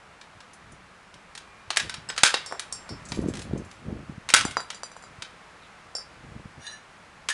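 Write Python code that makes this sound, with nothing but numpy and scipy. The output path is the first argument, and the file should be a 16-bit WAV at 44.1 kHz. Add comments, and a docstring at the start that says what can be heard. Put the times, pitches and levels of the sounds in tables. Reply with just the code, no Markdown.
"""Wind buffets the microphone over a distant hush, on paving in front of a hedge that echoes softly.
The steel lever and blade of a cutter clank, the blade bites, and a hollow clay brick cracks and crumbles.
A piece thuds to the ground and rings. The brick is shoved along, judders to a halt and is snapped again.
A second piece falls, a faint chirp passes, and the stub of the brick is set down.
Last, a fresh brick scrapes off the stack and drops into the cutter."""
import sys
import numpy as np
from scipy import signal
from scipy.fft import rfft, irfft
from scipy.io import wavfile
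from scipy.ndimage import uniform_filter1d

SR = 44100
rng = np.random.default_rng(int(sys.argv[2]) if len(sys.argv) > 2 else 0)


def dump_mix(stems):
    """Bounce the given channels to the path in sys.argv[1] as a 16-bit WAV at rate SR."""
    frames = np.atleast_2d(stems).T  # one column per channel
    limited = np.clip(frames, -1, 1)  # hard clip at full scale
    pcm = np.round(limited * 32767).astype(np.int16)
    wavfile.write(sys.argv[1], SR, pcm)


N = 323253

# Levels in the tables are relative: the functions add their own gains. A mode is a tone a body rings at.
# tone colour of the distant hush and of the wind: f/Hz, level/dB
HUSH_COLOUR = [(10, -21.5), (30, -2.5), (70, -2), (140, -2), (185, 2), (270, -5.5), (630, -2), (1250, 0.5),
               (2400, -5.5), (3200, -11.5), (5000, -16), (8000, -21), (10500, -24.5)]
WIND_COLOUR = [(10, -36), (30, -14), (65, -1), (130, -1), (280, -13), (500, -27.5), (1200, -57),
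               (4000, -100)]
# slow rise and fall of the hush: t/s, level/dB
HUSH_LEVEL = [(0, -52), (1.2, -52), (3.0, -48), (3.9, -51), (5.0, -50), (7.33, -51)]
# gusts on the microphone: t/s, length/s, level/dB
GUSTS = [(0.37, 0.034, -45), (0.72, 0.2, -47.5), (1.15, 0.056, -49), (1.85, .05, -36.5), (2.03, 0.29, -49),
         (2.78, 0.14, -52), (2.93, 0.054, -33.5), (3.26, 0.28, -30), (3.55, 0.14, -27), (3.93, 0.16, -32),
         (4.1, 0.078, -36.5), (4.44, 0.24, -40), (5.09, 0.08, -49), (6.32, 0.23, -41), (6.59, 0.039, -40)]
# single swirls of air hitting the microphone: t/s, level/dB
EDDIES = [(1.675, -42.5), (1.98, -34.5), (2.92, -25.5), (3.119, -24.5), (3.19, -13.5), (3.259, -14.5),
          (3.285, -13), (3.534, -15), (3.881, -26), (3.925, -21), (4.094, -25.5), (4.178, -28.5),
          (4.451, -18.5), (5.184, -38), (6.36, -29.5), (6.454, -30.5)]
# lever, blade and brick knock on the frame: t/s, level/dB, brightness/dB (steel is high, clay is low)
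KNOCKS = [(0.2129, -36, -3), (0.4046, -38, -1), (1.1413, -39.5, 1), (1.3513, -31, 4.5), (1.3762, -29.5, 4),
          (1.704, -15, -7), (1.761, -22, 2), (1.7703, -7.5, 3.5), (1.7987, -18, 1), (1.895, -22, 1.5),
          (1.941, -24, 1.5), (2.1005, -21, -7), (2.1628, -29, -3), (2.1784, -14.5, 1.5),
          (2.3407, -10, -9.5), (2.3735, -30, -6), (2.595, -21, 7.5), (3.1194, -22, -8.5), (3.713, -38.5, 3),
          (4.2892, -19, 3), (4.302, -17, 1), (4.4103, -16, 1), (4.51, -31, 8.5), (4.7024, -22.5, 0),
          (5.2217, -23.5, -2), (7.287, -14.5, 3), (7.3007, -20.5, 7)]
# modes of the steel frame: f/Hz, level/dB
FRAME_MODES = [(1110, -4), (1335, -3), (1550, -2), (1666, -1), (2145, -5), (2345, -1), (2860, -4),
               (3115, -5), (3340, -6), (3835, -2), (3955, -2), (4280, -4), (4730, -3), (5120, -1),
               (5490, -6), (6380, -5), (6536, -3), (7330, -3), (8420, -6), (9350, -4), (9650, -2),
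               (10260, -4)]
# tone colour of the echoes from hedge and yard: f/Hz, level/dB
HEDGE_COLOUR = [(100, -21), (500, -5.5), (1500, 5.5), (3000, 1), (6000, 2.5), (11000, -17.5)]
YARD_COLOUR = [(100, -19.5), (500, -4.5), (1400, -1.5), (3500, 0), (7000, -13.5), (11000, -13)]
# crumbs of clay clinking: t/s, level/dB, f/Hz
CRUMBS = [(0.5332, -50.5, 9670), (0.72, -54, 9600), (3.053, -45, 7700), (3.0875, -42.5, 6140),
          (3.2146, -51.5, 10300), (3.2849, -46, 7600), (3.5768, -50, 6300), (3.6476, -55, 7460)]
# the lever swings on its pivot: t/s, length/s, level/dB
PIVOT_SWINGS = [(1.55, .25, -60)]
# tones the pivot sings: f/Hz, level/dB
PIVOT_TONES = [(1104, 3), (2406, -0.5)]
# the blade bites into the clay: t/s, length/s, level/dB
BITE = (2.0885, 0.0099, -30)
# modes of the clamped brick: f/Hz, level/dB
CLAMPED_MODES = [(1720, -1), (2850, 1.5), (5200, -2.5), (7800, -2)]
# the brick breaks: t/s, middle/dB, bass/dB, treble/dB, crumbling/dB (compared with the crack)
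SNAPS = [(2.2335, -2, -16, -6.5, -18.5), (4.3383, -0.5, -21, -5, -20)]
# each piece touches the ground: t/s, lower ring/dB, upper ring/dB, thud/dB, f/Hz the struck corner favours
FIRST_FALL = [(2.4615, -27.5, -29.5, -43, 6250), (2.5123, -40, -48, -35.5, 5500),
              (2.5236, -39, -39, -23.5, 7500), (2.725, -26, -21, -42.5, 6840),
              (2.8916, -29, -38.5, -43, 5330)]
SECOND_FALL = [(4.451, -25, -25, -26, 6200), (4.569, -20.5, -35, -21, 5500),
               (4.6034, -30, -34.5, -41, 4750), (4.746, -36, -38.5, -47, 6500),
               (4.8335, -28.5, -32.5, -36.5, 6500), (4.9162, -42.5, -48, -49, 6070),
               (4.9657, -47, -47, -43.5, 8100), (5.0235, -52, -45, -56, 7200),
               (5.0384, -43.5, -46, -47, 4970)]
STUB_SET_DOWN = [(5.9514, -27, -34, -30.5, 5670), (5.9667, -31, -36, -56, 5960),
                 (5.9835, -36.5, -51, -39, 4690)]
# modes of those clay pieces: f/Hz, level/dB, time to fade by 60 dB/s
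FIRST_MODES = [(4240, -3, 0.18), (4630, 3, 0.17), (5250, 2, 0.27), (5570, 0, 0.21), (6450, 0, 0.055),
               (7460, -1.5, 0.32), (8770, 6, 0.081), (9570, 2, 0.25)]
SECOND_MODES = [(3922, -5.5, 0.26), (4734, -3, .16), (4856, 2.5, 0.17), (5970, -6, 0.14), (7197, 1, 0.15),
                (7670, -7, 0.19), (8800, -7, 0.32), (10200, -5, 0.27)]
STUB_MODES = [(4150, -17, .15), (4748, -4.5, 0.22), (5250, -6.5, .18), (5432, 3, 0.15), (6045, -20, .17),
              (7330, -6, 0.14), (8680, -12, .1), (9500, -9, 0.2), (10800, -9, .1)]
# shoves that slide the brick through the cutter: t/s, length/s, level/dB
SHOVES = [(3.145, 0.086, -46.5), (3.29, .03, -48), (3.42, 0.035, -47), (3.74, .08, -61.5)]
# high modes of the sliding brick: f/Hz, level/dB
SLIDING_MODES = [(4550, -6), (6400, -1), (7600, 0), (9900, -1), (10700, -2)]
# a faint falling chirp: t/s, length/s, start f/Hz, end f/Hz, level/dB
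CHIRP = (5.605, .075, 4200, 3100, -59)
# the fresh brick scrapes off the stack: t/s, length/s, level/dB
SCRAPES = [(6.648, 0.077, -42.5), (6.72, 0.027, -41)]
# it bumps the stack, then drops into the cutter: t/s, level/dB
BRICK_TAPS = [(6.667, -20.5), (7.288, -14), (7.299, -14.5)]
# modes of a whole brick: f/Hz, level/dB
WHOLE_BRICK_MODES = [(1730, 0), (1840, 0.5), (2890, 0), (3650, -3.5), (4010, -3), (4740, -10), (5890, -2),
                     (6610, -6.5), (8200, -12), (9560, -5.5), (9980, -17)]


def from_db(db):
    """Turn decibels into a number to multiply by."""
    return 10 ** (np.asarray(db) / 20)


def rms_one(x):
    """Scale a sound so that its average strength (rms) is 1."""
    return x / np.sqrt(np.mean(x ** 2) + 1e-20)


def energy_one(x):
    """Scale a sound so that its squares add up to 1."""
    return x / np.sqrt(np.sum(x ** 2) + 1e-20)


def evened(x, window_s=0.043):
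    """Even out loud and quiet stretches to a strength near 1."""
    local_power = np.maximum(uniform_filter1d(x ** 2, int(window_s * SR)), 0)
    return x / np.sqrt(local_power + .05 * np.mean(x ** 2))


def seconds(length):
    """The time of each sample, in seconds."""
    return np.arange(int(length * SR)) / SR


def fade(t, t60):
    """Die away by 60 dB every t60 seconds."""
    return np.exp(-np.log(1000) * t / max(t60, 1e-3))


def swells(rows, steepness):
    """Each row swells to a peak at its time, then dies away."""
    t = np.arange(N) / SR
    power = 0
    for s, length, db in rows:
        distance = np.abs(2 * (t - s) / length)
        power = power + from_db(2 * db) * 0.19 ** (distance ** steepness)
    return np.sqrt(power + 1e-18)


def wobble(size, per_s):
    """A line that wanders to a new random value per_s times a second."""
    turns = size * per_s / SR
    return np.interp(np.linspace(0, turns, size), np.arange(size), rng.standard_normal(size))


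def add(track, s, sound):
    """Mix a sound into the track at s seconds."""
    at = max(round(s * SR), 0)
    track[at:at + len(sound)] += sound[:max(N - at, 0)]


def band(x, low_hz, high_hz):
    """Keep mainly what lies between two frequencies."""
    edges = [low_hz, min(high_hz, .45 * SR)]
    return signal.sosfilt(signal.butter(2, edges, "band", fs=SR, output="sos"), x)


def noise(colour, size):
    """Noise of the given tone colour, at strength 1."""
    hz, db = np.transpose(colour)
    bin_hz = np.maximum(np.arange(size // 2 + 1) * SR / size, 1)
    gains = from_db(np.interp(np.log(bin_hz), np.log(hz), db))
    return rms_one(irfft(rfft(rng.standard_normal(size)) * gains, size))


def grains(size, per_s, spread_db):
    """Random clicks, some louder than others."""
    strength = from_db(spread_db * np.minimum(rng.exponential(1, size), 4))
    clicks = rng.random(size) < per_s / SR
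    return rms_one(clicks * strength * rng.choice([-1, 1], size))


def resonate(x, modes, t60, crowd_hz, count=6):
    """A body rings when x shakes it; each strong mode sits in a crowd of weaker neighbours."""
    t = seconds(.5)
    response = 0
    for hz, db in modes:
        neighbours = hz + crowd_hz * rng.uniform(-1, 1, (count, 1))
        crowd = rng.choice([-1, 1], count) @ np.sin(2 * np.pi * neighbours * t)
        response = response + from_db(db) * (np.sin(2 * np.pi * hz * t) + .3 * crowd)
    return signal.fftconvolve(x, energy_one(response * fade(t, t60)))[:N]


def air_push(hz):
    """One short swing of air pressure: up, down, up."""
    phase = np.pi * hz * seconds(2 / hz) - 2
    return (2 * phase ** 2 - 1) * np.exp(-phase ** 2)


def burst(envelope, middle_db, bass_db, treble_db):
    """Many tiny impacts follow a loudness outline; the contact's hardness sets bass and treble."""
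    out = 0
    for db, low_hz, high_hz in [(bass_db, 380, 1200), (middle_db, 1150, 5200), (treble_db, 5500, 10000)]:
        hits = band(envelope * grains(len(envelope), per_s=16000, spread_db=3), low_hz, high_hz)
        out = out + from_db(db) * energy_one(hits) * np.sqrt(np.sum(envelope ** 2))
    return out


def hush():
    """The distant outdoors: soft noise that slowly rises and falls."""
    level_db = np.interp(np.arange(N) / SR, *np.transpose(HUSH_LEVEL))
    return from_db(level_db) * noise(HUSH_COLOUR, N)


def wind(flow_db=-1.5, breeze_db=-64, buffet_db=3, hard_gust_db=-34, lump_db=-4, flutter_db=-11):
    """Swirling air rumbles unevenly on the microphone; hard gusts flutter higher, and eddies pop."""
    buffets = from_db(buffet_db * np.clip(wobble(N, per_s=49), -2, 1))
    level = from_db(flow_db) * buffets * np.hypot(swells(GUSTS, steepness=1.5), from_db(breeze_db))
    lumps = evened(band(grains(N, per_s=160, spread_db=3), 100, 300))
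    flutter = evened(band(band(grains(N, per_s=150, spread_db=3), 250, 620), 150, 750))
    rumble = 0.58 * evened(noise(WIND_COLOUR, N))
    hardness = np.minimum(level / from_db(hard_gust_db), 1) ** .5
    out = level * (rumble + hardness * (from_db(lump_db) * lumps + from_db(flutter_db) * flutter))
    for s, db in EDDIES:
        add(out, s, from_db(db) * air_push(hz=407 * 2 ** (db / 20)))   # 20 dB weaker is an octave lower
    return out


def knocks(rows, contact_s=0.00065, t60=0.039, rattle_db=-18, rattle_t60=0.28, gain_db=-7):
    """Each knock grinds briefly and leaves the linkage rattling; hard ones trade bass for treble."""
    out, t = np.zeros(N), seconds(.3)
    envelope = fade(np.maximum(t - contact_s, 0), t60) + from_db(rattle_db) * fade(t, rattle_t60)
    for s, db, bright_db in rows:
        add(out, s, burst(envelope, db, bass_db=db - 16 - bright_db, treble_db=db - 10 + bright_db))
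    return from_db(gain_db) * out


def frame_ring(contacts, gain_db=-15):
    """Whatever touches the cutter sets its steel frame ringing."""
    return from_db(gain_db) * resonate(contacts, FRAME_MODES, t60=0.24, crowd_hz=301)


def echoes(x, delay_s=0.024, hold_s=0.0037, hedge_db=-18, yard_db=-21):
    """The hedge throws back a short, blurred echo; the yard beyond adds a faint tail."""
    t = seconds(0.69)
    hedge_fade = fade(np.maximum(t - delay_s - hold_s, 0), t60=0.063)
    hedge = noise(HEDGE_COLOUR, len(t)) * (t > delay_s) * hedge_fade
    yard = noise(YARD_COLOUR, len(t)) * fade(t, t60=0.53) * (1 - fade(t, t60=0.0644))
    response = from_db(hedge_db) * energy_one(hedge) + from_db(yard_db) * energy_one(yard)
    return signal.fftconvolve(x, response)[:N]


def crumbs(t60=0.11, gain_db=-2):
    """Small chips of clay clink with a few high, short tones."""
    out, t = np.zeros(N), seconds(.2)
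    for s, db, hz in CRUMBS:
        side_tones = sum(np.sin(2 * np.pi * f * t) for f in rng.uniform(6000, 11000, 4))
        hiss = rms_one(band(rng.standard_normal(len(t)), 4300, 8600))
        clink = np.sin(2 * np.pi * hz * t) + .5 * side_tones + hiss
        add(out, s, from_db(db + gain_db) * fade(t, t60) * clink)
    return out


def pivot():
    """The pivot sings thin, slightly wavering tones while the lever swings."""
    t = np.arange(N) / SR
    tones = sum(from_db(db) * np.sin(2 * np.pi * hz * t + .5 * wobble(N, per_s=50))
                for hz, db in PIVOT_TONES)
    return swells(PIVOT_SWINGS, steepness=6.9) * tones


def bite(grit_db=-9):
    """The blade's short grind sets the clamped brick ringing; the jaws quiet it at once."""
    s, length, db = BITE
    grind = np.zeros(N)
    add(grind, s, from_db(db) * grains(int(length * SR), per_s=9400, spread_db=2))
    ring = resonate(grind, CLAMPED_MODES, t60=.035, crowd_hz=60)
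    return ring + from_db(grit_db) * band(grind, 900, 9000)


def snaps(split_s=0.0017, crumble_s=0.034, burst_db=-2, hollow_db=-8, recoil_db=-15):
    """The brick cracks, its thin walls crumble in fits, and the freed frame thumps the ground."""
    out, t = np.zeros(N), seconds(.4)
    for s, middle_db, bass_db, treble_db, crumble_db in SNAPS:
        crack = fade(np.maximum(t - split_s, 0), t60=0.021)
        fits = from_db(3.5 * wobble(len(t), per_s=500))
        crumble = from_db(crumble_db) * fits * fade(np.maximum(t - crumble_s, 0), t60=0.14)
        add(out, s, from_db(burst_db) * burst(np.maximum(crack, crumble), middle_db, bass_db, treble_db))
        # the hollow cells of the brick colour the crumbling
        hollow = rms_one(band(rng.standard_normal(len(t)), 1400, 1750))
        add(out, s, from_db(middle_db + hollow_db) * crumble * hollow)
        thump = fade(t, t60=0.0078) * np.cos(2 * np.pi * 120 * t)
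        add(out, s, from_db(recoil_db) * thump)
    return out


def landing(touches, modes, ring_db, thud_hz, thud_gain_db, grit_db=0, scatter_db=-13, twin_hz=250):
    """A piece lands: a push of air, a crunch of grit, and a ring that depends on the corner struck."""
    out, t = np.zeros(N), seconds(.6)
    hz, mode_db, t60 = np.transpose(modes)
    is_upper = hz > 6200
    # the many thin walls give each mode a close, short-lived twin
    twins = hz + twin_hz * rng.uniform(-0.95, 1, len(hz))
    rings = np.array([fade(t, ring_s) * np.sin(2 * np.pi * f * t)
                      + .5 * fade(t, ring_s / 2) * np.sin(2 * np.pi * twin * t)
                      for f, twin, ring_s in zip(hz, twins, t60)])
    crunch = fade(t, t60=0.013) + from_db(scatter_db) * fade(t, t60=0.18)
    for s, lower_db, upper_db, thud_db, favoured_hz in touches:
        octaves_away = np.abs(np.log2(hz / favoured_hz))
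        struck_db = mode_db - 20 * octaves_away + rng.normal(0, 1.4, len(hz))
        struck = from_db(struck_db) * rng.choice([-1, 1], len(hz))
        lower = from_db(lower_db) * energy_one(struck * ~is_upper)
        upper = from_db(upper_db) * energy_one(struck * is_upper)
        add(out, s, from_db(ring_db) * (lower + upper) @ rings)
        add(out, s, from_db(thud_db + thud_gain_db) * air_push(thud_hz))
        add(out, s, from_db(grit_db) * burst(crunch, lower_db - 13.5, thud_db, upper_db - 5.5))
    return out


def sliding_brick(gain_db=-4):
    """Shoved through the cutter, the brick moves in tiny slips that rasp and make it sing."""
    slips = from_db(gain_db) * swells(SHOVES, steepness=1.4) * grains(N, per_s=550, spread_db=3.5)
    return 1.6 * band(slips, 2520, 9100) + resonate(slips, SLIDING_MODES, t60=.12, crowd_hz=252)


def judder(start_s=3.3374, first_gap_s=0.015, slowing=1.2, count=5, db=-31.5, bright_db=4.5):
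    """The pushed brick sticks and slips to a halt: rows for knocks(), with ever longer gaps."""
    gaps = first_gap_s * slowing ** np.arange(count - 1)
    return [(start_s + delay, db, bright_db) for delay in np.append(0, np.cumsum(gaps))]


def chirp():
    """A faint, hoarse tone glides down."""
    s, length, start_hz, end_hz, db = CHIRP
    out, size = np.zeros(N), int(length * SR)
    glide = np.sin(2 * np.pi * np.cumsum(np.linspace(start_hz, end_hz, size)) / SR)
    hoarse = rms_one(glide * wobble(size, per_s=1000))
    add(out, s, from_db(db) * signal.windows.tukey(size) * hoarse)
    return out


def fresh_brick(ring_db=-2, grit_db=-10):
    """Scraping off the stack, then dropping into the cutter, sets a whole brick ringing."""
    grit = evened(grains(N, per_s=2500, spread_db=3), window_s=.01)
    contacts = swells(SCRAPES, steepness=2.4) * grit
    t = seconds(.02)
    for s, db in BRICK_TAPS:
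        add(contacts, s, from_db(db) * fade(t, t60=.01) * rng.standard_normal(len(t)))
    ring = resonate(contacts, WHOLE_BRICK_MODES, t60=0.19, crowd_hz=123)
    return from_db(ring_db) * ring + from_db(grit_db) * band(contacts, 2300, 7300)


def scene():
    """Mix the cutter, the bricks and their echoes with the hush and the wind, in one channel."""
    first = landing(FIRST_FALL, FIRST_MODES, ring_db=-8.5, thud_hz=980, thud_gain_db=9.5)
    second = landing(SECOND_FALL, SECOND_MODES, ring_db=-6.5, thud_hz=1026, thud_gain_db=13.5)
    stub = landing(STUB_SET_DOWN, STUB_MODES, ring_db=0, thud_hz=720, thud_gain_db=2.5, grit_db=-6)
    contacts = sliding_brick() + knocks(KNOCKS + judder()) + snaps() + bite()
    cutter = contacts + frame_ring(contacts) + pivot()
    work = cutter + first + second + stub + crumbs() + fresh_brick() + chirp()
    return (work + echoes(work) + hush() + wind())[None]


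def record(dry, ceiling=.76, soften_hz=10600, cutoff_hz=11865):
    """The loud cracks overload and are flattened; the highest treble is softened, then cut off."""
    clipped = np.clip(dry, -ceiling, ceiling)
    softened = signal.sosfilt(signal.butter(12, soften_hz, fs=SR, output="sos"), clipped)
    return signal.sosfilt(signal.ellip(10, .1, 80, cutoff_hz, fs=SR, output="sos"), softened)


dry = scene()
out = record(dry)
dump_mix(out)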